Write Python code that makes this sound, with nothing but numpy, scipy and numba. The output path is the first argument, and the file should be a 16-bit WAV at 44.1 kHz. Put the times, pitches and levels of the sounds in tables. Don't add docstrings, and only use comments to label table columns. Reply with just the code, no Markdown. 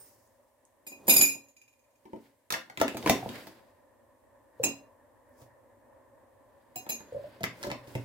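import sys
import numpy as np
from scipy import signal
from scipy.fft import rfft, irfft, next_fast_len
from scipy.io import wavfile
from scipy.ndimage import uniform_filter1d
from numba import njit

SR = 44100
rng = np.random.default_rng(int(sys.argv[2]) if len(sys.argv) > 2 else 0)


def waveform_to_disk(signal):
    frames = np.transpose(np.atleast_2d(signal))
    scaled = np.clip(frames, -1, 1) * 32767
    samples = np.round(scaled).astype(np.int16)
    wavfile.write(sys.argv[1], SR, samples)


N = 354733
TIME = np.arange(N) / SR

# pitch_hz, level_db, t60_s
BOOM_MODES = [(68.6, -20.5, 0.092), (120.7, -8.5, 0.42)]
THUD_MODES = [(184.3, -13.5, 0.16), (232.5, -0.5, 0.21), (278.3, -3.5, 0.37), (318.5, -0.5, 0.15),
              (367, 2, 0.092), (417, 0, .1)]
HOLLOW_MODES = [(513, -2.5, 0.057), (528, -4, 0.12), (578.3, -6, 0.057), (664, -7, 0.1), (782, 3, 0.062),
                (910, -2.5, 0.072), (1011, -3, 0.086)]


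def undb(db):
    return 10 ** (np.asarray(db) / 20)


def unit(x):
    return x / np.sqrt(np.mean(x ** 2))


def shade(x, points):
    size = next_fast_len(x.shape[-1])
    hz, db = np.transpose(points)[:2]
    bin_hz = np.fft.rfftfreq(size, 1 / SR) + 1
    gain = undb(np.interp(np.log(bin_hz), np.log(hz), db))
    return irfft(rfft(x, size) * gain, size)[..., :x.shape[-1]]


def band(x, hz, width_hz):
    return signal.lfilter(*signal.iirpeak(min(hz, .45 * SR), hz / width_hz, SR), x)


def waver(per_s):
    hold = int(SR / per_s)
    steps = np.repeat(rng.standard_normal(N // hold + 1), hold)
    return 1.3 * uniform_filter1d(uniform_filter1d(steps, hold), hold)[:N]


def stereo_noise(likeness, size=N):
    mid, side = rng.standard_normal((2, size))
    shared = np.clip(likeness, 0, 1)
    return np.sqrt((1 + shared) / 2) * mid + np.sqrt((1 - shared) / 2) * side * np.array([[1], [-1]])


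@njit
def add_modes(out, start, pole, gain, rise_samples, sustain):
    for m in range(len(pole)):
        phasor, push = gain[m], 0.
        for i in range(start, len(out)):
            push += (1 - push) / rise_samples
            out[i] += push * phasor.imag
            phasor *= pole[m] * sustain[i]
            if abs(phasor.real) + abs(phasor.imag) < 4e-6:
                break


def strike(out, start_s, modes, db, tilt_db=0., length=.9, rise_s=.00016, scatter_db=1.5,
           sustain=np.ones(N)):
    hz, mode_db, t60 = np.transpose(modes)
    level_draw, phase_draw = rng.standard_normal((len(hz), 2)).T
    pole = np.exp(2j * np.pi * hz / SR - np.log(1000) / (np.maximum(t60 * length, .004) * SR))
    share = undb(mode_db + tilt_db * np.log2(hz) + scatter_db * level_draw)
    gain = undb(db) * share / np.sqrt(np.sum(share ** 2) / 2)
    add_modes(out, int(start_s * SR), pole, gain * np.exp(2j * phase_draw), max(rise_s * SR, 1.), sustain)


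def bursts(times, dbs, t60s):
    envelope = np.zeros(N)
    for start_s, db, t60 in zip(times, dbs, t60s):
        i = int(start_s * SR)
        age = np.arange(min(N - i, int(1.5 * t60 * SR))) / SR
        envelope[i:i + len(age)] += undb(db - 60 * age / t60)
    return envelope


def hiss():
    # freq_hz, level_db
    colour = [(1180, -33), (2000, -6), (2560, -11.5), (2920, -12.5), (4880, -17), (6650, -14.5),
              (7930, -10.5), (15100, -13), (16500, -30)]
    return unit(shade(stereo_noise(.065), colour)) * undb(-78)


def tiled_walls(x):
    # freq_hz, t60_s
    decay = [(100, 0.31), (300, 0.2), (1000, 0.28), (3000, 0.28), (8000, 0.18), (15000, 0.075)]
    decay_hz, decay_s = np.transpose(decay)
    age = TIME[:SR // 2]
    tail = 0
    for hz in 60 * 2 ** np.arange(0, 8.2, .5):
        t60 = np.interp(np.log(hz), np.log(decay_hz), decay_s)
        noise = stereo_noise(1 - hz / 2200, size=len(age))
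        tail = tail + band(noise, hz, .57 * hz) * undb(-60 * age / t60)
    tail *= np.clip(age / .00058 - .4, 0, 1)
    tail /= np.sqrt(np.sum(tail ** 2) / 2)
    return signal.fftconvolve(x[None], tail, axes=1)[:, :N]


def kettle():
    # freq_hz, level_db
    colour = [(18, -48), (30, -14.5), (48, -8), (112, -10.5), (173, -29.5), (258, -10.5), (459, -11),
              (560, 7), (712, -10.5), (1020, -6.5), (1320, -22.5), (1810, -25), (3500, -47.5),
              (4550, -72.5), (7700, -120)]
    # pitch_hz, width_hz, gain_db
    resonances = [(119, 57, 8.5), (238, 50, 8.5), (570, 110, -3), (950, 160, 2.5), (1800, 230, 12)]
    # time_s, level_db
    background_level = [(0, -64.5), (.45, -68.5), (1.3, -64), (1.55, -72), (2.3, -71.5), (3.6, -62),
                        (4.5, -61.5), (5.45, -60), (5.8, -60.5), (6.7, -60.5), (8.04, -54.5)]
    water = shade(stereo_noise(.6), colour)
    out = water * undb(1.4 * waver(13))
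    for hz, width_hz, db in resonances:
        out += (undb(db) - 1) * band(water, hz, width_hz) * undb(2.7 * waver(40))
    return unit(out) * undb(np.interp(TIME, *np.transpose(background_level)))


def hands():
    # peak_s, swell_s, fade_s, treble_db, middle_db, rumble_db
    rubs = [(0.005, -1.5, 0.39, -59.5, -71, -66.5), (1.2, 0.18, 0.13, -74.5, -60, -38.5),
            (2.27, 0.38, 0.1, -72, -70, -66.5), (2.55, -0.03, 0.08, -50, -67.5, -62),
            (2.95, 0.33, -0.26, -68, -63, -52), (3.11, 0.12, 0.1239, -50, -43.5, -31.5),
            (3.358, 0.26, 0.26, -55.5, -50, -47), (4.67, 0.08, 0.1371, -82, -59.5, -44),
            (5.42, 0.1, 0.07, -63, -73, -61.5), (7.24, 0.69, 1.5, -85.5, -63.5, -58.5),
            (7.45, -0.01, 0, -55, -66, -53), (7.628, 0.11, 0.17, -56, -56.5, -56.5),
            (7.911, 0.1, 1, -62, -64, -66.5)]
    # freq_hz, level_db
    treble = [(3500, -26), (5000, -4.5), (10000, -7), (16000, -6.5)]
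    middle = [(700, -23), (1500, 5), (3000, -3), (5000, -6), (7000, -38)]
    rumble = [(50, -15.5), (120, -7), (280, -2), (600, -5.5), (1100, -13), (1600, -31.5)]
    shapes = [undb(-20 * np.maximum((peak_s - TIME) / max(swell, .01), (TIME - peak_s) / max(fade, .01)))
              for peak_s, swell, fade, *_ in rubs]
    out = 0
    for dbs, colour, likeness in zip(np.transpose(rubs)[3:], (treble, middle, rumble), (.2, .2, .85)):
        gain = sum(undb(db) * shape for db, shape in zip(dbs, shapes))
        gain = uniform_filter1d(gain, SR // 150)
        grain = undb(1.5 * waver(90))
        out = out + gain * grain * unit(shade(stereo_noise(likeness), colour))
    return out


def ticks():
    # start_s, level_db, pitch_hz
    hits = [(0.275, -56, 7750), (0.652, -46.5, 7800), (5.291, -56, 12500), (7.1292, -53, 8110)]
    out = np.zeros(N)
    for start_s, db, hz in hits:
        modes = [(.85 * hz, -2, .004), (hz, 0, .004), (1.25 * hz, -3, .004)]
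        strike(out, start_s, modes, db, scatter_db=0)
    return out


def vessel_air():
    # start_s, level_db, pitch_hz
    taps = [(2.947, -28, 300), (3.045, -29, 308), (3.227, -27, 747), (4.598, -17, 509), (4.619, -35, 538),
            (6.761, -27.5, 740), (7.122, -24.5, 510), (7.146, -20.5, 545), (7.163, -20, 550),
            (7.182, -29, 564), (7.24, -26, 594), (7.406, -29, 211.5), (7.407, -28.5, 664),
            (7.434, -21.5, 186), (7.438, -28.5, 665), (7.643, -25, 553), (7.666, -21.5, 570),
            (7.668, -22, 230), (7.695, -28, 560), (7.714, -24.5, 598)]
    out = np.zeros(N)
    for start_s, db, hz in taps:
        strike(out, start_s, [(hz, 0, .043)], db, rise_s=.0061, scatter_db=0)
        strike(out, start_s, BOOM_MODES, db - 27, rise_s=.0054)
    return out


def lids():
    # start_s, crack_db, crack_hz, snap_db, hollow_db, thud_db, boom_db, length_factor
    knocks = [(2.054, -63, 2060, -69.5, -54, -49, -75, 1.7),
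              (2.1324, -58, 1900, -73.5, -39, -36.5, -67, 0.78),
              (2.161, -57, 1390, -75.5, -56, -44, -63.5, 0.69),
              (2.5043, -24, 1415, -25, -35.5, -57.5, -62, 0.47),
              (2.523, -23, 4140, -25.5, -26.5, -58, -66, 0.52),
              (2.5389, -29, 1643, -42, -37, -48.5, -62, 2.02),
              (2.6983, -42, 1665, -70.5, -45, -68, -66, 0.81),
              (2.7737, -32.5, 2380, -43, -40.5, -39, -49, 0.64),
              (2.7995, -33, 2360, -32.5, -39, -32, -42, 0.58),
              (2.8135, -20, 1540, -21.5, -13.5, -20.5, -58, 0.44),
              (2.88, -25, 2300, -35, -35, -31, -57, 0.46), (2.946, -51, 1830, -48, -38.5, -32.5, -49, 0.91),
              (2.9695, -49, 2670, -33, -39, -51, -57, 0.66),
              (3.0261, -40.5, 2840, -48, -50, -48, -60, 0.69),
              (3.0451, -66.5, 1700, -61.5, -55, -30, -61, 0.65),
              (3.0614, -25.5, 2630, -47, -19, -22, -60, 0.618),
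              (3.0744, -22, 2109, -34, -31, -25, -41, 0.54),
              (3.0964, -15, 2314, -14.5, -13.5, -18, -39.5, 0.41),
              (3.228, -57, 1930, -68, -40, -42, -42, 0.42), (3.259, -63, 1690, -67, -32.5, -31, -44, 0.46),
              (3.29, -39, 2880, -61, -48, -37.5, -54, 1.07), (3.3552, -42, 2550, -64, -58, -53, -69, 0.93),
              (3.4697, -58, 1487, -44, -45.5, -47.5, -59, .8),
              (5.416, -63.5, 5010, -58.5, -62, -63, -52, 0.86),
              (6.864, -47.5, 1510, -58, -42, -47, -67, 0.86),
              (7.005, -47, 1500, -60.5, -47.5, -45.5, -67.5, 0.65),
              (7.4069, -48.5, 1500, -50, -43.5, -40, -46, 0.5),
              (7.433, -28, 3950, -27.5, -30.5, -30, -44.5, 0.25),
              (7.4398, -20, 1692, -28, -28, -32, -60, 0.33),
              (7.6288, -35, 4230, -40, -41.5, -49, -59, 0.54), (7.636, -29, 1800, -48, -48, -48, -58, 0.47),
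              (7.6442, -52, 1860, -48.5, -39, -37.5, -57, 1.2),
              (7.6695, -38, 1430, -42, -47, -31.5, -38.5, 0.42),
              (7.701, -37, 1900, -49, -42, -41, -47.5, 0.69),
              (7.7153, -27.5, 2640, -44.5, -22, -29, -44.5, 0.32),
              (7.8732, -60.5, 2770, -53.5, -58.5, -48.5, -50.5, 1.3),
              (7.952, -38, 2500, -40, -32, -31.5, -29, 0.6)]
    # ratio_to_crack_hz, level_db, t60_s
    lid_modes = [(.72, -4, .03), (.86, -2, .035), (1.0, 0, .03), (1.12, -2, .035), (1.3, -3, .03),
                 (1.6, -5, .025)]
    out = np.zeros(N)
    for start_s, crack_db, hz, _, hollow_db, thud_db, boom_db, length in knocks:
        i = int(start_s * SR)
        crack = unit(band(rng.standard_normal(SR // 10), hz, width_hz=hz))[:N - i]
        fade_db = 60 * TIME[:len(crack)] / (.027 * length)
        out[i:i + len(crack)] += crack * undb(crack_db - .5 - fade_db)
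        strike(out, start_s, np.array(lid_modes) * [hz, 1, 1], crack_db, length=length, rise_s=.00039)
        strike(out, start_s, HOLLOW_MODES, hollow_db, length=length, rise_s=.0012, scatter_db=8.5)
        strike(out, start_s, THUD_MODES, thud_db, length=length, rise_s=.00078, scatter_db=3.5)
        strike(out, start_s, BOOM_MODES, boom_db, rise_s=.0017)
    times, snap_dbs, lengths = np.transpose(knocks)[[0, 3, 7]]
    snap = unit(shade(rng.standard_normal(N), [(3500, -14.5), (5000, -14), (9000, -20.5), (16000, -15)]))
    return out + snap * bursts(times, snap_dbs, .069 * lengths)


def beating_pairs(hz, ring):
    longest_t60_s, twin_ratio, twin_db = .3, 1.0065, -10.5
    modes = np.minimum(np.column_stack([hz, ring]), [SR, 0, longest_t60_s])
    return np.vstack([modes, modes * [twin_ratio, 1, 1] + [0, twin_db, 0]])


def favour(modes, hz):
    boost_db = 10 * np.exp(-(np.log2(modes[:, 0] / hz) / .11) ** 2)
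    return modes + np.outer(boost_db, [0, 1, 0])


def rocking():
    start_s, swing_s, tock_s, swings = 1.565, .113, .049, 4
    first_db, rest_db, settle_s = -50.5, -67.5, .18
    times = (start_s + swing_s * np.arange(swings)[:, None] + [0, tock_s]).ravel()
    dbs = rest_db + (first_db - rest_db) * np.exp(-((times - start_s) / settle_s) ** 2)
    return [(s, db, db - 6.5, 6550, .35, -8.5, db - 20, 11.5) for s, db in zip(times, dbs)]


def scrape(contacts):
    times, mug_db, spoon_db = np.transpose(contacts)[:3]
    colour = [(800, -19), (1500, -2), (2600, 2.5), (3800, -4),  # freq_hz, level_db
              (6500, 1.5), (9500, -3.5), (13000, 2), (16000, -4)]
    envelope = bursts(times, np.maximum(mug_db, spoon_db) - 12.5, t60s=np.full(len(times), .04))
    return unit(shade(rng.standard_normal(N), colour)) * envelope


def spoon():
    # start_s, mug_db, spoon_db, favoured_hz, length_factor, tilt_db_per_octave, thud_db, choke_db
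    clinks = [(0.8661, -35.5, -43, 7500, 0.52, -1, -49, 0), (0.915, -52, -44.5, 2440, 0.87, -1, -46.5, 7),
              (1.069, -36, -45, 9000, 0.63, 0, -42, 0), (1.0805, -12.5, -28, 12400, 0.56, 3, -20.5, -3),
              (1.0935, -11, -18, 3720, 0.8, 0.5, -30.5, 23),
              (1.1096, -16, -42, 11100, 0.59, -5, -25.5, 1.5), (1.124, -17, -35, 13450, 0.54, 3, -37, -2),
              (1.136, -18, -29, 2330, 0.67, 5, -35, 2), (1.1616, -11, -42, 10000, 0.74, -3, -28.5, 5),
              (1.1789, -17, -42, 4740, 0.36, 6, -42, 6), (1.2105, -9, -19, 6980, 0.43, -2.5, -29, -4),
              (1.2175, -17.5, -35, 11300, 0.95, 4, -33, -2), (1.2345, -21, -55, 2400, 0.88, -2.5, -48, 2),
              (1.2909, -31, -30, 2400, 0.68, 1, -49.5, 2), (1.3497, -50, -53, 6980, 0.77, 4, -46, 10),
              (1.4355, -61, -60.5, 6540, 0.47, 1, -70, 8), (1.4843, -52.5, -54, 6940, 0.3, -4, -80, 6),
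              (4.632, -46, -25.5, 15600, .5, 2.5, -35, -1), (4.6364, -31, -14.5, 7520, 0.51, -1, -27.5, -1),
              (4.6542, -46, -26, 2800, 0.59, -2, -31, 13.5),
              (6.7575, -45, -31, 15400, 0.68, 0.5, -41.5, -0.5),
              (6.89, -35, -29.5, 11400, 0.65, -3.5, -44.5, 0),
              (6.8945, -30, -23, 15400, 0.47, 1.5, -37, 0.5), (6.9144, -39, -36, 6300, 0.8, -1.5, -42, 11)]
    mug_hz = [2428, 3671, 4037, 4883, 5163, 6331, 6971, 7300, 8409, 8737, 9884, 10050, 11225, 11330, 11655,
              12080, 12560, 13450, 13750, 14330, 15090, 15580]
    steel_hz = [2466, 2610, 2751, 4048, 5173, 6412, 6988, 7488, 7639, 8409, 9932, 11390, 12000, 12600,
                15120, 15600]
    # level_db, t60_s
    mug_ring = [(-8, 0.16), (-26.5, .25), (-28, 0.067), (-9.5, 0.14), (-17.5, 0.37), (-18, .3), (-6, 0.46),
                (-23, .25), (-16, 0.44), (-7.5, 0.066), (-15, 0.4), (-7.5, 0.38), (-10, 0.9), (-11, .3),
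                (-9, .3), (-10, 0.32), (-13.5, 0.25), (-5.5, 0.38), (-17, .25), (-21.5, .2), (-18, .2),
                (-22.5, .2)]
    steel_ring = [(-6, .2), (-0.5, 0.04), (-9, .22), (-9.5, 0.25), (-11.5, 0.7), (-3.5, 0.32), (-10.5, .2),
                  (-15.5, 0.078), (-5.5, 0.13), (-22.5, 0.076), (-15, 0.28), (-6, 0.36), (-11, 0.073),
                  (-5.5, 0.22), (-11, .15), (-2.5, .12)]
    # pitch_hz, level_db, t60_s
    opening_ring = [(5200, -12, 0.27), (8750, 1, 0.24), (13260, 5, 0.47), (15530, -2, 0.33)]
    mug, steel = beating_pairs(mug_hz, mug_ring), beating_pairs(steel_hz, steel_ring)
    contacts = clinks + rocking()
    thuds, ring, sustain = np.zeros(N), np.zeros(N), np.ones(N)
    touch = SR // 300
    for start_s, *_, choke_db in contacts:
        i = int(start_s * SR)
        sustain[i - touch:i] = undb(-max(choke_db, 0) / touch)
    for start_s, mug_db, spoon_db, hz, length, tilt_db, thud_db, _ in contacts:
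        for modes, db, scatter_db in ((mug, mug_db, 1.7), (steel, spoon_db, 2.2)):
            strike(ring, start_s, favour(modes, hz), db, tilt_db, length,
                   rise_s=.003, scatter_db=scatter_db, sustain=sustain)
        strike(thuds, start_s, THUD_MODES + HOLLOW_MODES, thud_db, tilt_db=-.5, rise_s=.0028, scatter_db=1)
        strike(thuds, start_s, BOOM_MODES, thud_db - 24.5, rise_s=.0032)
    strike(ring, 0, opening_ring, db=-49.5)
    scrapes = scrape(contacts)
    chatter = undb(1.8 * waver(450))
    return thuds + ring * chatter + scrapes


def scene():
    # time_s, lag_ms
    left_lag = [(0, 0.17), (2.0, 0.32), (2.45, 0.45), (2.75, 0.31), (3.0, 0.055), (4.5, 0.1), (6.5, 0.33),
                (7.0, 0.24), (8.04, 0.23)]
    # freq_hz, gain_db
    left_colour = [(60, 4), (125, -6.5), (300, 0), (2000, 2.5), (4000, -3.5), (8000, -1.7), (12000, -5)]
    right = spoon() + lids() + vessel_air() + ticks()
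    lag = np.round(np.interp(TIME, *np.transpose(left_lag)) * SR / 1000).astype(int)
    left = shade(right[np.clip(np.arange(N) - lag, 0, N - 1)], left_colour)
    return np.array([left, right]) + hiss() + undb(-4) * tiled_walls(right) + hands() + kettle()


def record(dry):
    low_hz, top_hz, ceiling = 45, 15900, .9
    thinned = signal.lfilter(*signal.butter(2, low_hz, "high", fs=SR), dry)
    rounded = ceiling * np.tanh(thinned / ceiling)
    return signal.sosfilt(signal.ellip(10, .2, 70, top_hz, fs=SR, output="sos"), rounded)


dry = scene()
out = record(dry)
waveform_to_disk(out)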